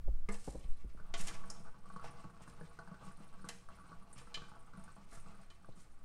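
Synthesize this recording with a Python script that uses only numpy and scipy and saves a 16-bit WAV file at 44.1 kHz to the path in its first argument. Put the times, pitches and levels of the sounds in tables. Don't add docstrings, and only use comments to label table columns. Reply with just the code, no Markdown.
import sys
import numpy as np
from scipy import signal
from scipy.fft import rfft, irfft, next_fast_len
from scipy.io import wavfile
from scipy.ndimage import uniform_filter1d

SR = 44100
rng = np.random.default_rng(int(sys.argv[2]) if len(sys.argv) > 2 else 0)


def dump_mix(stems):
    frames = np.atleast_2d(stems).T
    limited = np.clip(frames, -1, 1)
    pcm = np.round(limited * 32767).astype(np.int16)
    wavfile.write(sys.argv[1], SR, pcm)


N = 266760
TIME_S = np.arange(N) / SR
BLOW_S = TIME_S[:8192]

# start_s, level_db, spot_hz, spread_oct, body_db
WALL_CLACKS = [(0.2891, -51.5, 2420, 2.7, -49.5), (0.3233, -43.5, 7900, 0.18, -57.5),
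               (0.361, -58, 3950, 0.23, -80), (0.524, -65, 7000, 0.49, -88),
               (0.596, -61.5, 11000, 0.39, -92), (0.641, -61.5, 3050, 0.29, -69),
               (1.1395, -36, 2750, 0.87, -44), (1.2121, -48, 12000, 0.86, -69),
               (1.2718, -45, 7600, 2.1, -66), (1.2823, -43, 3400, 1.16, -61.5),
               (1.501, -40, 5660, 0.42, -65), (1.503, -49.5, 9500, 0.48, -56.5),
               (3.488, -42.5, 8000, 2.4, -74), (3.4911, -43, 2220, 0.45, -74),
               (4.129, -50, 9300, 0.26, -65), (4.3429, -42, 4270, 0.58, -76),
               (4.351, -42.5, 3470, 0.54, -72), (4.374, -49, 3000, 0.56, -65.5),
               (4.839, -56.5, 8900, 0.41, -86), (5.1245, -59, 1960, 0.27, -55.5),
               (5.149, -59.5, 7500, 0.57, -74), (5.502, -60.5, 2780, 1.1, -66.5)]
# start_s, knock_db, thud_db
FOOD_KNOCKS = [(0.999, -54.5, -49.5), (1.142, -50, -57), (1.312, -49.5, -48), (1.603, -67, -52),
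               (1.679, -57.5, -63), (1.856, -57, -57), (1.962, -46, -46), (1.996, -50, -74),
               (2.243, -53.5, -42), (2.477, -52, -46), (2.611, -51.5, -43.5), (2.789, -45, -50),
               (2.875, -51.5, -68), (2.915, -56.5, -45), (2.943, -51.5, -50), (3.04, -61, -58),
               (3.204, -59.5, -48.5), (3.4439, -49, -47), (3.688, -52, -70), (3.841, -56.5, -53),
               (3.918, -52.5, -49.5), (4.1607, -59, -58), (4.272, -56.5, -56), (4.373, -51, -47),
               (4.4196, -50, -47), (4.517, -55, -51), (4.735, -54, -52.5), (4.776, -62, -50.5),
               (4.879, -54.5, -59), (4.966, -55, -71), (5.6459, -57.5, -75)]
# start_s, length_s, effort_db, wet_db
SPOON_STROKES = [(0.474, 0.25, -13, -75.5), (0.947, 0.11, -0.5, -79), (1.26, 0.32, 4, -73),
                 (1.842, 0.31, 2.5, -73.5), (2.384, 0.37, -1.5, -75), (2.967, 0.46, -0.5, -73.5),
                 (3.662, 0.33, 0, -74.5), (4.182, 0.33, -1.5, -74.5), (4.712, 0.23, -1, -74),
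                 (5.101, 0.092, 0.5, -70), (5.604, 0.22, -9, -77)]
# pitch_hz, scatter_oct, rate_per_s, level_db
JUICE_POCKETS = [(8850, 0.08, 38, -3), (4350, 0.3, 6, -5)]
# middle_s, width_s, hiss_db, rasp_db
WALL_SLIDES = [(0.337, 0.028, -60.5, -58), (0.463, 0.16, -65, -68), (1.207, 0.04, -50.5, -51),
               (1.282, 0.032, -55.5, -49.5), (1.344, 0.018, -65, -47), (2.062, 0.042, -69.5, -50.5),
               (2.43, 0.014, -67.5, -60.5), (2.497, 0.028, -69.5, -64.5), (3.07, 0.07, -74, -73),
               (4.191, 0.029, -64, -55.5), (5.149, 0.057, -65.5, -69), (5.808, 0.056, -71, -84)]
# start_s, level_db, pitch_hz
CLUMP_PLOPS = [(2.042, -45, 750)]
# start_s, level_db
RIM_CLINKS = [(1.1405, -56), (3.4895, -55), (4.3455, -43.5), (5.503, -65)]
# start_s, bump_db, boom_db, lowpass_hz
CASE_BUMPS = [(0.077, -42.5, -29, 600), (0.4742, -37, -40, 1510), (0.548, -40.5, -41.5, 850),
              (0.641, -50, -38.5, 300), (0.84, -46.5, -39, 346), (0.944, -51.5, -50, 414),
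              (5.684, -48, -77, 1010)]
# middle_s, width_s, sway_db, rumble_db
HAND_SWAYS = [(0.11, 0.29, -32, -30.5), (0.702, 0.054, -38, -33.5), (1.196, 0.48, -31, -45.5),
              (5.203, 0.078, -46.5, -49)]

# pitch_hz, gain_db, t60_s
STEEL_RING = [(191.6, 4.5, 0.1), (475.5, 12, 0.38), (671.3, 11.5, 0.14), (843, 8.5, 0.14),
              (944, -0.5, 0.22), (1135, 13.5, 0.18), (1230, -0.5, 0.1), (1331, 0.5, 0.1), (1455, 0, 0.19),
              (1724, 8.5, 0.17), (1826, 8.5, 0.19), (2019, 5.5, 0.1), (2710, 1.5, 0.067), (3140, 0.5, 0.09),
              (4100, 4, 0.081)]
RIM_RING = [(1746, -10, 0.14), (2400, -5.5, 0.13), (3050, 4, 0.13), (3050, -36, 0.038), (3300, -17, 0.1),
            (3950, 1, 0.033), (4860, -0.5, 0.027), (5640, -32, 0.063), (6600, -18, 0.056)]
LANDING_RING = [(202.4, 5.5, 0.26), (417, 1, 0.15), (1006, -10, 0.15), (1184, -18, 0.6), (1215, -2, 0.13),
                (2066, -0.5, 0.082), (2143, -2.5, 0.12)]

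# freq_hz, gain_db
WOOD_ROLLOFF = [(9600, -0.5), (11200, -7), (15500, -30)]
KNOCK_SPECTRUM = [(150, -2.5), (400, -8.5), (750, 1), (1200, 9), (1530, 8.5), (1800, -12), (3000, -28),
                  (12000, -61.5)]
THUD_SPECTRUM = [(50, -27.5), (110, -9), (150, 1.5), (200, -6.5), (300, -14.5), (600, -19.5), (12000, -100)]
SQUEEZE_SPECTRUM = [(2500, -12), (4500, 11), (7000, -2), (9200, 7), (10500, -23), (15500, -25)]
TUMBLE_SPECTRUM = [(60, -16), (130, 5.5), (190, 4.5), (290, -11), (560, -11), (800, -8.5), (1200, -6.5),
                   (1520, -9.5), (1750, -26.5), (3000, -21.5), (12000, -51.5)]
FIZZ_SPECTRUM = [(1200, -22.5), (2200, 2.5), (3200, -6.5), (5500, -5.5), (7500, -9.5), (9200, -6.5),
                 (10500, -67), (12000, -12), (15500, -50)]
HISS_SPECTRUM = [(2500, -2.5), (4500, 2), (6000, 5), (9300, 7), (10500, -2.5), (12000, -8), (15500, -32)]
RASP_SPECTRUM = [(120, 16), (300, 3), (600, -2), (1800, 0), (2600, 3), (4100, -10), (5500, 0.5),
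                 (11000, -51)]
BUMP_SPECTRUM = [(50, -30.5), (110, 12), (350, 2.5), (560, -0.5), (800, -2), (1300, -18.5), (4000, -29),
                 (12000, -73)]
SWAY_SPECTRUM = [(2.5, -6), (5, 3), (12, -15), (25, -43.5), (60, -92)]
RUMBLE_SPECTRUM = [(6, 7), (14, 12.5), (25, -3), (50, -13.5), (90, -25.5), (250, -51), (600, -70.5)]
AIR_SPECTRUM = [(35, -20.5), (60, 3), (98, -5.5), (351, -17.5), (1020, -24), (1150, -19), (1590, -25.5),
                (3340, -34.5), (8870, -40), (15500, -48.5)]


def clacks(t60_s=0.07, treble_damping=0.15, body_top_hz=1800, spot_db=6, spot_t60_s=0.0024, trim_db=-4):
    out = np.zeros(N)
    edges_hz = [150, 600, body_top_hz, 5000, 7400, 10000, 15000]
    for start_s, level_db, spot_hz, spread_oct, body_db in WALL_CLACKS:
        spot_gain = from_db(spot_db) * np.exp(-spread_oct ** 2)
        for low_hz, high_hz in zip(edges_hz, edges_hz[1:]):
            offset_oct = np.log2(np.sqrt(low_hz * high_hz) / spot_hz)
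            band_gain = from_db(level_db) * np.exp(-.5 * (offset_oct / spread_oct) ** 2)
            body_gain = from_db(body_db) * (high_hz <= body_top_hz)
            contact = burst(t60_s * (body_top_hz / low_hz) ** treble_damping, snap=7)
            contact += spot_gain * resonate(contact, spot_hz, spot_t60_s)
            bandpass = signal.butter(3, [low_hz, high_hz], "band", fs=SR, output="sos")
            band = at_level(signal.sosfilt(bandpass, contact), trim_db)
            add(out, start_s, np.hypot(band_gain, body_gain) * band)
    return colour(out, WOOD_ROLLOFF)


def knocks(effort, rise_s=0.002, give=1.4, spot_spread_db=4):
    out = np.zeros(N)
    for start_s, knock_db, thud_db in FOOD_KNOCKS + nudges(effort):
        spot_colour = np.outer(rng.standard_normal(len(KNOCK_SPECTRUM)), [0, spot_spread_db])
        knock = colour(push(0.034, rise_s, give), np.array(KNOCK_SPECTRUM) + spot_colour)
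        thud = colour(push(0.08, rise_s, give), THUD_SPECTRUM)
        squeeze = colour(burst(t60_s=0.056), SQUEEZE_SPECTRUM)
        add(out, start_s, at_level(knock, knock_db - 2))
        add(out, start_s, at_level(thud, thud_db - 5))
        add(out, start_s, at_level(squeeze, knock_db - 21))
    return out


def nudges(effort, rate_per_s=14, spread_db=2, knock_db=-59, thud_db=-60):
    jitter = rng.standard_normal((120, 3))
    starts_s = (np.arange(len(jitter)) + .5 * jitter[:, 0]) / rate_per_s
    effort_db = 20 * np.log10(np.interp(starts_s, TIME_S, effort))
    levels_db = effort_db[:, None] + spread_db * jitter[:, 1:] + [knock_db, thud_db]
    return [row for row in np.column_stack([starts_s, levels_db]) if 0 < row[0] < TIME_S[-1]]


def strokes(dig_s=0.027, settle_s=0.3):
    effort, wet = np.full((2, N), 1e-6)
    for start_s, length_s, effort_db, wet_db in SPOON_STROKES:
        dig = np.clip((TIME_S - start_s) / dig_s, 0, 1)
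        settle = np.exp(-np.maximum(TIME_S - start_s - length_s, 0) / settle_s)
        effort = np.maximum(effort, from_db(effort_db) * dig * settle)
        wet = np.maximum(wet, from_db(wet_db) * dig * settle)
    return effort, wet


def stirring(effort, wet, tumble_db=-66, fizz_db=-2, squelch_db=-4.5):
    tumble = grains(TUMBLE_SPECTRUM, rate_per_s=920, spread_db=2.5, clump_db=5, clumps_per_s=49)
    fizz = grains(FIZZ_SPECTRUM, rate_per_s=4000, spread_db=3, clump_db=4.5, clumps_per_s=30)
    rustle = from_db(fizz_db) * fizz + from_db(squelch_db) * squelches()
    return from_db(tumble_db) * effort * tumble + wet * rustle


def squelches(rise_s=0.005, pocket_t60_s=0.0014, spread_db=3):
    out = np.zeros(N)
    for centre_hz, scatter_oct, rate_per_s, level_db in JUICE_POCKETS:
        jitter = np.clip(rng.standard_normal((400, 3)), -2, 2)
        for k, (late, detune, size) in enumerate(jitter):
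            start_s = (k + late) / rate_per_s
            pitch_hz = centre_hz * 2 ** (scatter_oct * detune)
            if 0 < start_s < TIME_S[-1]:
                crackle = burst(t60_s=0.06) * np.minimum(BLOW_S / rise_s, 1)
                for _ in range(2):
                    crackle = resonate(crackle, pitch_hz, pocket_t60_s)
                add(out, start_s, from_db(level_db + spread_db * size) * crackle)
    return rms_one(out)


def slides():
    hiss = grains(HISS_SPECTRUM, rate_per_s=4500, spread_db=2.3, clump_db=2.8, clumps_per_s=160)
    rasp = grains(RASP_SPECTRUM, rate_per_s=2600, spread_db=3, clump_db=6, clumps_per_s=88)
    out = np.zeros(N)
    for middle_s, width_s, hiss_db, rasp_db in WALL_SLIDES:
        out += swell(middle_s, width_s) * (from_db(hiss_db + 1) * hiss + from_db(rasp_db - 3) * rasp)
    return out


def plops():
    out = np.zeros(N)
    for start_s, level_db, pitch_hz in CLUMP_PLOPS:
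        pocket = resonate(burst(t60_s=0.035), pitch_hz, t60_s=0.012)
        add(out, start_s, at_level(pocket, level_db - 3.5))
    return out


def steel(contacts, trim_db=3, split=0.011, moves_per_s=7):
    out = np.zeros(N)
    for pitch_hz, gain_db, t60_s in STEEL_RING:
        spot_rad = np.pi * wander(moves_per_s)
        lower = resonate(contacts * np.cos(spot_rad), pitch_hz * (1 - split), t60_s)
        upper = resonate(contacts * np.sin(spot_rad), pitch_hz * (1 + split), t60_s)
        out += from_db(gain_db + trim_db) * (lower + upper)
    return out


def struck(strikes, modes):
    out, t = np.zeros(N), TIME_S[:SR]
    ring = sum(np.sin(2 * np.pi * hz * t) * from_db(db - 60 * t / t60_s) for hz, db, t60_s in modes)
    for start_s, level_db in strikes:
        add(out, start_s, from_db(level_db) * ring)
    return out


def hand_rumble(steady_sway_db=-52, steady_rumble_db=-55.5):
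    sway, rumble = from_db(steady_sway_db), from_db(steady_rumble_db)
    for middle_s, width_s, sway_db, rumble_db in HAND_SWAYS:
        movement = swell(middle_s, width_s)
        sway = sway + from_db(sway_db) * movement
        rumble = rumble + from_db(rumble_db) * movement
    return sway * noise(SWAY_SPECTRUM) + rumble * noise(RUMBLE_SPECTRUM)


def case_bumps(case_hz=540, case_t60_s=0.047, boom_hz=48, boom_t60_s=0.11):
    out = np.zeros(N)
    boom = np.sin(2 * np.pi * boom_hz * BLOW_S) * BLOW_S * from_db(-60 * BLOW_S / boom_t60_s)
    for start_s, bump_db, boom_db, lowpass_hz in CASE_BUMPS:
        bump = colour(push(t60_s=0.82, rise_s=0.003025), BUMP_SPECTRUM)
        bump = signal.sosfilt(signal.butter(2, lowpass_hz, fs=SR, output="sos"), bump)
        add(out, start_s, at_level(bump + resonate(bump, case_hz, case_t60_s), bump_db - 3))
        add(out, start_s, at_level(boom, boom_db - 2))
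    return out


def kitchen(x, t60_s=0.45, delay_s=0.0057):
    t = TIME_S[:SR]
    tail = rng.standard_normal(SR) * from_db(-60 * t / t60_s) * (t > delay_s)
    tail = colour(tail / np.linalg.norm(tail), [(150, 2.5), (1000, 3.05), (5000, 1.06), (12000, 0.29)])
    return signal.fftconvolve(x, tail)[:N]


def burst(t60_s, snap=0):
    x = rng.standard_normal(len(BLOW_S)) * from_db(-60 * BLOW_S / t60_s)
    x[0] += snap
    return x


def push(t60_s, rise_s, give=0, slips=30):
    x = np.zeros(len(BLOW_S))
    slip_s = rng.gamma(2, rise_s, slips)
    np.add.at(x, np.minimum(slip_s * SR, len(x) - 1).astype(int), rng.standard_normal(slips))
    x[0] += give * np.sqrt(slips)
    return x + burst(t60_s) * np.sqrt(slips / (t60_s * SR))


def grains(spectrum, rate_per_s, spread_db, clump_db, clumps_per_s):
    sizes = from_db(spread_db * np.minimum(rng.exponential(1, N), 5)) * rng.choice([-1, 1], N)
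    clumps = from_db(clump_db * np.clip(wander(clumps_per_s), -2, 2))
    hits = rng.random(N) < rate_per_s / SR
    return rms_one(colour(sizes * hits * clumps, spectrum))


def noise(spectrum):
    return rms_one(colour(rng.standard_normal(N), spectrum))


def wander(rate_per_s):
    return np.interp(TIME_S * rate_per_s, np.arange(N), rng.standard_normal(N))


def swell(middle_s, width_s):
    return np.exp(-2 * np.minimum(((TIME_S - middle_s) / width_s) ** 2, 20))


def colour(x, spectrum):
    size = 2 * next_fast_len(len(x) // 2 + 4096)
    freq_hz, gain_db = np.transpose(spectrum)
    grid_hz = np.maximum(np.arange(size // 2 + 1) * SR / size, 1)
    gain = from_db(np.interp(np.log(grid_hz), np.log(freq_hz), gain_db))
    cepstrum = irfft(np.log(gain))
    cepstrum[1:size // 2] *= 2
    response = np.exp(rfft(cepstrum[:size // 2 + 1], size))
    return irfft(rfft(x, size) * response)[:len(x)]


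def resonate(x, pitch_hz, t60_s):
    radius = from_db(-60 / (t60_s * SR))
    feedback = [1, -2 * radius * np.cos(2 * np.pi * pitch_hz / SR), radius ** 2]
    return signal.lfilter(np.array([1, 0, -1]) * (1 - radius ** 2) / 2, feedback, x + 1e-18)


def at_level(x, level_db):
    return x * from_db(level_db) / np.sqrt(uniform_filter1d(x * x, SR // 200).max())


def rms_one(x):
    return x / np.sqrt(np.mean(x ** 2) + 1e-20)


def from_db(db):
    return 10 ** (np.asarray(db) / 20)


def add(out, start_s, sound):
    at = max(round(start_s * SR), 0)
    out[at:at + len(sound)] += sound[:N - at]


def scene(landing_s=0.288, landing_db=-44, room_db=-8, rim_send_db=-5.5, air_db=-66.5):
    air = from_db(air_db) * noise(AIR_SPECTRUM)
    hand = hand_rumble() + case_bumps()
    effort, wet = strokes()
    contacts = clacks() + plops() + slides() + knocks(effort) + stirring(effort, wet)
    rim = struck(RIM_CLINKS, RIM_RING)
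    landing = struck([(landing_s, landing_db)], LANDING_RING)
    bowl = contacts + steel(contacts) + rim + landing
    room = from_db(room_db) * kitchen(contacts + from_db(rim_send_db) * rim)
    return (bowl + room + air + hand)[None]


def record(dry):
    return signal.sosfilt(signal.ellip(10, .1, 80, 15750, fs=SR, output="sos"), dry)


dry = scene()
out = record(dry)
dump_mix(out)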